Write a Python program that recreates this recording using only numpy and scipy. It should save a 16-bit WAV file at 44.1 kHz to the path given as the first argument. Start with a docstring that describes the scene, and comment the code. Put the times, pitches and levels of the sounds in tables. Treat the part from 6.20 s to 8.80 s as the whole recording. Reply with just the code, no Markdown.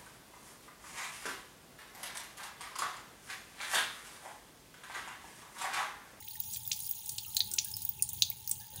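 """Splattering water, close to the microphone: it runs out of a bicycle frame onto a wet tiled floor.
Drops tick and slap on the tiles in a fine spray, bubbles burst with quick rising chirps,
and small ones plink in the puddle. The tiled room rings briefly. Behind the water lie soft gurgles,
a low rumble and a narrow whirr; the microphone rings in the top treble."""
import sys
import numpy as np
from scipy import signal
from scipy.fft import rfft, irfft
from scipy.io import wavfile
from scipy.ndimage import uniform_filter1d

SR = 44100
rng = np.random.default_rng(int(sys.argv[2]) if len(sys.argv) > 2 else 0)


def wrap_up_sound(samples):
    """Save the sound to the file named by the first command line argument, as 16-bit audio."""
    columns = np.atleast_2d(samples).T
    # keep every value between -1 and 1, then stretch to whole-number steps
    tamed = np.clip(columns, -1, 1)
    steps = np.round(tamed * 32767).astype(np.int16)
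    wavfile.write(sys.argv[1], SR, steps)


N = 114660
T = np.arange(N) / SR
AGE_S = T[:int(0.03 * SR)]  # time within one drop or bubble
AGE_MS = 1000 * AGE_S
MIC_RING_HZ = 15040

# strength of the splatter on the floor: t/s, gain/dB
SPLATTER_FLOW = [(0, -1.5), (.18, 3), (.34, 6), (.45, 1.5), (.62, 7), (.8, 3.5), (.95, 3.5), (1.1, 3),
                 (1.35, 3), (1.6, 4), (1.77, -3), (1.95, 5), (2.2, -2.5), (2.35, 2.5), (2.48, -2), (2.6, 2)]


def undb(db):
    """Decibels to amplitude."""
    return 10 ** (np.asarray(db) / 20)


def level(x, db):
    """Set the rms level of a steady sound."""
    return x * undb(db) / np.sqrt(np.mean(x ** 2))


def burst(x, db, window_s=0.005):
    """Set the level of a short sound, its energy counted over window_s."""
    return x * undb(db) * np.sqrt(window_s * SR / np.sum(x ** 2))


def unit_energy(x):
    """Scale a response to an energy of 1."""
    return x / np.sqrt(np.sum(x ** 2))


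def add(out, s, x):
    """Mix a short sound in at time s."""
    i = int(np.clip(s * SR, 0, N - 1))
    out[i:i + len(x)] += x[:N - i]


def curve(points):
    """Gain over time from points of t/s, gain/dB."""
    return undb(np.interp(T, *np.array(points).T))


def band(x, hz, width_hz):
    """One resonance, gain 1 at its centre."""
    return signal.lfilter(*signal.iirpeak(hz, hz / width_hz, fs=SR), x)


def colour(x, points):
    """Shape a spectrum by points of f/Hz, gain/dB."""
    hz, db = np.array(points).T
    f = np.maximum(np.fft.rfftfreq(len(x), 1 / SR), 1)
    gain = undb(np.interp(np.log(f), np.log(hz), db))
    return irfft(rfft(x) * gain, len(x))


def noisy_note(hz, width_hz):
    """Noise with a pitch: passed twice through one resonance."""
    return band(band(rng.standard_normal(N), hz, width_hz), hz, width_hz)


def background():
    """Room tone: a low rumble that surges, faint air and a steady narrow whirr."""
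    # spectra of the rumble and of the air: f/Hz, gain/dB
    rumble_spectrum = [(20, -25), (40, -16), (66, -1), (115, 6), (165, -5), (202, -2.5), (240, -20),
                       (350, -30), (800, -78)]
    air_spectrum = [(20, 6), (250, 1), (370, -9.5), (620, -0.5), (1200, -2.5), (2500, 2.5), (8000, -1),
                    (16000, -26)]
    # surges of the rumble: t/s, gain/dB
    surges = [(0, -0.5), (.11, -11), (.19, -0.5), (.45, 1), (.68, -3), (.81, -9), (.92, -0.5), (1.15, -0.5),
              (1.27, 4), (1.41, -2), (1.52, 3.5), (1.7, 0.5), (1.85, 3.5), (2.1, 4), (2.25, -2),
              (2.38, 4.5), (2.49, -5.5), (2.57, 10)]
    rumble = level(colour(rng.standard_normal(N), rumble_spectrum), -59) * curve(surges)
    air = level(colour(rng.standard_normal(N), air_spectrum), -67)
    whirr = level(noisy_note(hz=865.5, width_hz=76), -65.5)
    return rumble + air + whirr


def room_tail(t60_s, hz):
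    """Diffuse ring of the tiled room in a broad band, starting 5 ms after the direct sound."""
    noise = band(rng.standard_normal(N), hz, width_hz=SR / 4)
    return unit_energy(noise * undb(-60 * T / t60_s) * (T > 0.005))


def room(x, reflections_per_s=9500, frame_decay_ms=9.1):
    """Direct sound, echoes off floor, wall and frame, then the room's tail, shorter in the treble."""
    frame = rng.standard_normal(len(AGE_MS)) * (rng.random(len(AGE_MS)) < reflections_per_s / SR)
    frame *= np.exp(-AGE_MS / frame_decay_ms) * (AGE_MS > 1)
    response = undb(-13.5) * room_tail(t60_s=0.3, hz=4900)
    response += undb(-31.5) * room_tail(t60_s=0.18, hz=9800)
    add(response, 0, undb(-5.5) * unit_energy(frame))
    for delay_ms, db in ((1, -18), (2.8, -8)):  # floor, wall
        response[np.searchsorted(AGE_MS, delay_ms)] += undb(db)
    return x + signal.fftconvolve(x, response)[:N]


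def gurgles(swell_s=0.02):
    """Soft hollow notes that swell and fade under the splatter."""
    # hollow notes: t/s, f/Hz, level/dB
    notes = [(1.058, 1255, -59.5), (1.16, 814, -53), (1.22, 383, -61), (1.30, 360, -55),
             (1.311, 1444, -55.5), (1.448, 1650, -57.5), (1.77, 383, -58.5), (2.39, 803, -56.5),
             (2.399, 1690, -55), (2.52, 520, -57), (2.53, 800, -55), (2.529, 1554, -59.5),
             (2.53, 1820, -61)]
    out = np.zeros(N)
    envelope = T * np.exp(-T / swell_s)
    for s, hz, db in notes:
        add(out, s, burst(noisy_note(hz, width_hz=100) * envelope, db))
    return out


def patter(per_s=380, low_hz=3180, high_hz=11090, decay_ms=0.45):
    """Tiny droplets thrown up from the puddle, so many that they blend."""
    out = np.zeros(N)
    envelope = AGE_MS * np.exp(-AGE_MS / decay_ms)
    for when, pitch, size in rng.random((int(per_s * N / SR), 3)):
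        hz = low_hz * (high_hz / low_hz) ** pitch
        droplet = envelope * np.sin(2 * np.pi * hz * AGE_S)
        add(out, when * N / SR, burst(droplet, -68 + 9 * size))
    return out * curve(SPLATTER_FLOW)


def plinks(swell_ms=1.0, decay_ms=1.7):
    """Small bubbles trapped in the puddle: each note swells, rings and rises a little in pitch."""
    # ringing bubbles: t/s, f/Hz, level/dB
    bubbles = [(0.023, 2060, -59), (0.109, 4440, -49), (.154, 1880, -54.5), (0.22, 7330, -50),
               (.261, 5800, -51.5), (0.439, 7670, -50), (0.451, 3540, -50.5), (1.048, 2870, -48),
               (1.5392, 5150, -36), (1.796, 2590, -48.5), (2.115, 2320, -51), (2.577, 3680, -49)]
    out = np.zeros(N)
    envelope = (1 - np.exp(-(AGE_MS / swell_ms) ** 2)) * np.exp(-AGE_MS / decay_ms)
    for s, hz, db in bubbles:
        phase = 2 * np.pi * hz * AGE_S * (1 + 0.73 * AGE_S)
        add(out, s, burst(envelope * np.sin(phase), db))
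    return out


def crack(hz, width_hz, decay_ms, hold_ms=0):
    """A drop's impact or a film's snap: bright noise that holds while the water spreads, then dies."""
    envelope = np.exp(-np.maximum(AGE_MS - hold_ms, 0) / decay_ms)
    noise = band(rng.standard_normal(len(AGE_MS)) * envelope, hz, width_hz)
    return signal.sosfilt(signal.butter(2, 2800, "high", fs=SR, output="sos"), noise)


def pops(decay_ms=0.2, flutter_depth=0.173):
    """A bubble's film snaps; as the hole widens the cavity's note swells and climbs, then dies."""
    # bursting bubbles: t/s, start f/Hz, end f/Hz, opening/ms, level/dB, snap/dB re chirp, snap f/Hz
    bubbles = [(0.0758, 2160, 4030, 6.3, -47.5, -22, 5000), (0.3601, 2720, 3600, 2.33, -42.5, -1, 2570),
               (0.514, 1886, 7250, 5.2, -27.5, -23, 5000), (0.982, 2360, 4880, 4.3, -35, -2, 7900),
               (1.1674, 3680, 4500, 1.48, -26.5, -3.5, 7200), (1.2044, 3140, 4470, 1.8, -23, -15, 5100),
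               (1.3835, 2050, 7180, 5, -23.5, -15, 6440), (1.8235, 7330, 9720, 0.96, -23.5, -5.5, 7400),
               (2.0214, 2780, 4460, 1.6, -20, -5, 6360), (2.2754, 4930, 6660, 1, -46.5, 5, 5660),
               (2.3130, 6700, 9500, 1.07, -31, 1, 7450)]
    out = np.zeros(N)
    for s, start_hz, end_hz, open_ms, db, snap_db, snap_hz in bubbles:
        opened = np.minimum(AGE_MS / open_ms, 1)
        hz = start_hz * (end_hz / start_hz) ** opened
        envelope = opened ** 0.64 * np.exp(-np.maximum(AGE_MS - open_ms, 0) / decay_ms)
        flutter = level(uniform_filter1d(rng.standard_normal(len(hz)), size=14), 0)
        chirp = envelope * (1 + flutter_depth * flutter) * np.sin(2 * np.pi * np.cumsum(hz) / SR)
        add(out, s, burst(chirp, db))
        add(out, s, burst(crack(snap_hz, width_hz=1100, decay_ms=1.66), db + snap_db))
    return out


def spray(per_s=430, scatter_db=2, decay_ms=1, wet_below_hz=4500):
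    """Fine droplets of uneven size land at random, each a tiny crack; the splatter thins and swells."""
    # spectrum of the spray: f/Hz, gain/dB
    spectrum = [(500, -7), (1900, -52), (2800, -1), (3900, -10), (5300, -32.5), (6600, 5), (7900, -19.5),
                (9500, 4), (12000, -10), (16000, 0)]
    # its lower, wetter part against its hiss: t/s, gain/dB
    wetness = [(0, -2), (.2, -5), (.4, -8), (.65, -8.5), (.78, -5), (1.0, -4.5), (1.3, -4.5), (1.55, -3),
               (1.75, -3.5), (1.95, -3.5), (2.2, 1), (2.45, -2.5), (2.6, 4)]
    landings = rng.random(N) < per_s / SR
    sizes = landings * undb(scatter_db * np.minimum(rng.standard_normal(N), 2))
    energy_kept = np.exp(-2 * AGE_MS[1] / decay_ms)  # from one sample to the next
    envelope = np.sqrt(signal.lfilter([1], [1, -energy_kept], sizes ** 2))
    cracks = level(colour(envelope * rng.standard_normal(N), spectrum), -53.5)
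    wet = signal.sosfiltfilt(signal.butter(2, wet_below_hz, fs=SR, output="sos"), cracks)
    hiss = cracks - wet
    return (hiss + wet * curve(wetness)) * curve(SPLATTER_FLOW)


def drops(ping_decay_ms=0.55):
    """Larger drops land near the microphone: wet slaps, and hard ticks, each a high ping with a crack."""
    # drops on the film of water: t/s, relative level/dB, centre f/Hz
    slaps = [(0.311, -42, 11000), (0.33, -43, 8000), (0.3355, -34.5, 7900), (0.3453, -35, 7500),
             (0.3701, -34.5, 12200), (0.53, -32.5, 4800), (0.6028, -34, 9350), (.6340, -39.5, 10000),
             (0.8595, -37.5, 9200), (0.8927, -29.5, 7000), (.9190, -39.5, 10200), (1.1470, -36, 11400),
             (1.1932, -35, 11500), (1.3144, -32.5, 8600), (1.3372, -27, 8350), (1.3612, -42, 10900),
             (1.446, -33, 10300), (1.5145, -38, 8600), (1.5672, -38.5, 8250), (1.6192, -36, 10400),
             (1.89, -32, 8600), (1.9330, -47, 9700), (2.2956, -39.5, 11000), (2.5596, -39.5, 9900)]
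    # drops on bare tile: t/s, relative level/dB
    ticks = [(.0845, -32.5), (0.2021, -22.5), (0.4654, -37), (0.4765, -25), (0.591, -32), (0.666, -27),
             (0.6928, -27), (.7110, -21.5), (1.1470, -33), (1.1696, -25.5), (1.5675, -28), (1.6504, -22),
             (1.6917, -22), (1.8247, -26), (1.9323, -29), (2.0245, -37), (2.1010, -25.5), (2.276, -25.5),
             (2.2943, -26), (2.3122, -28)]
    out = np.zeros(N)
    for s, db, hz in slaps:
        add(out, s, burst(crack(hz, width_hz=3060, decay_ms=2.3, hold_ms=0.75), db - 4.5))
    ping = np.sin(2 * np.pi * MIC_RING_HZ * AGE_S) * np.exp(-AGE_MS / ping_decay_ms)
    for s, db in ticks:
        add(out, s, burst(ping, db - 19))
        add(out, s, burst(crack(hz=12400, width_hz=6500, decay_ms=0.5), db - 18))
    return out


def scene(low_cut_hz=1670):
    """Close splatter in the tiled room, over room tone and gurgles, in mono."""
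    low_cut = signal.butter(5, low_cut_hz, "high", fs=SR, output="sos")
    puddle = signal.sosfilt(low_cut, pops() + plinks() + patter())  # small bubbles radiate no bass
    return (background() + gurgles() + room(spray() + puddle + drops()))[None]


def record(dry, top_hz=15600):
    """The microphone port rings in the top treble; above that the sound is cut off."""
    port_ring = undb(12.5) * band(dry, MIC_RING_HZ, width_hz=550)
    high_cut = signal.ellip(8, 0.2, 70, top_hz, fs=SR, output="sos")
    return signal.sosfilt(high_cut, dry + port_ring)


dry = scene()
out = record(dry)
wrap_up_sound(out)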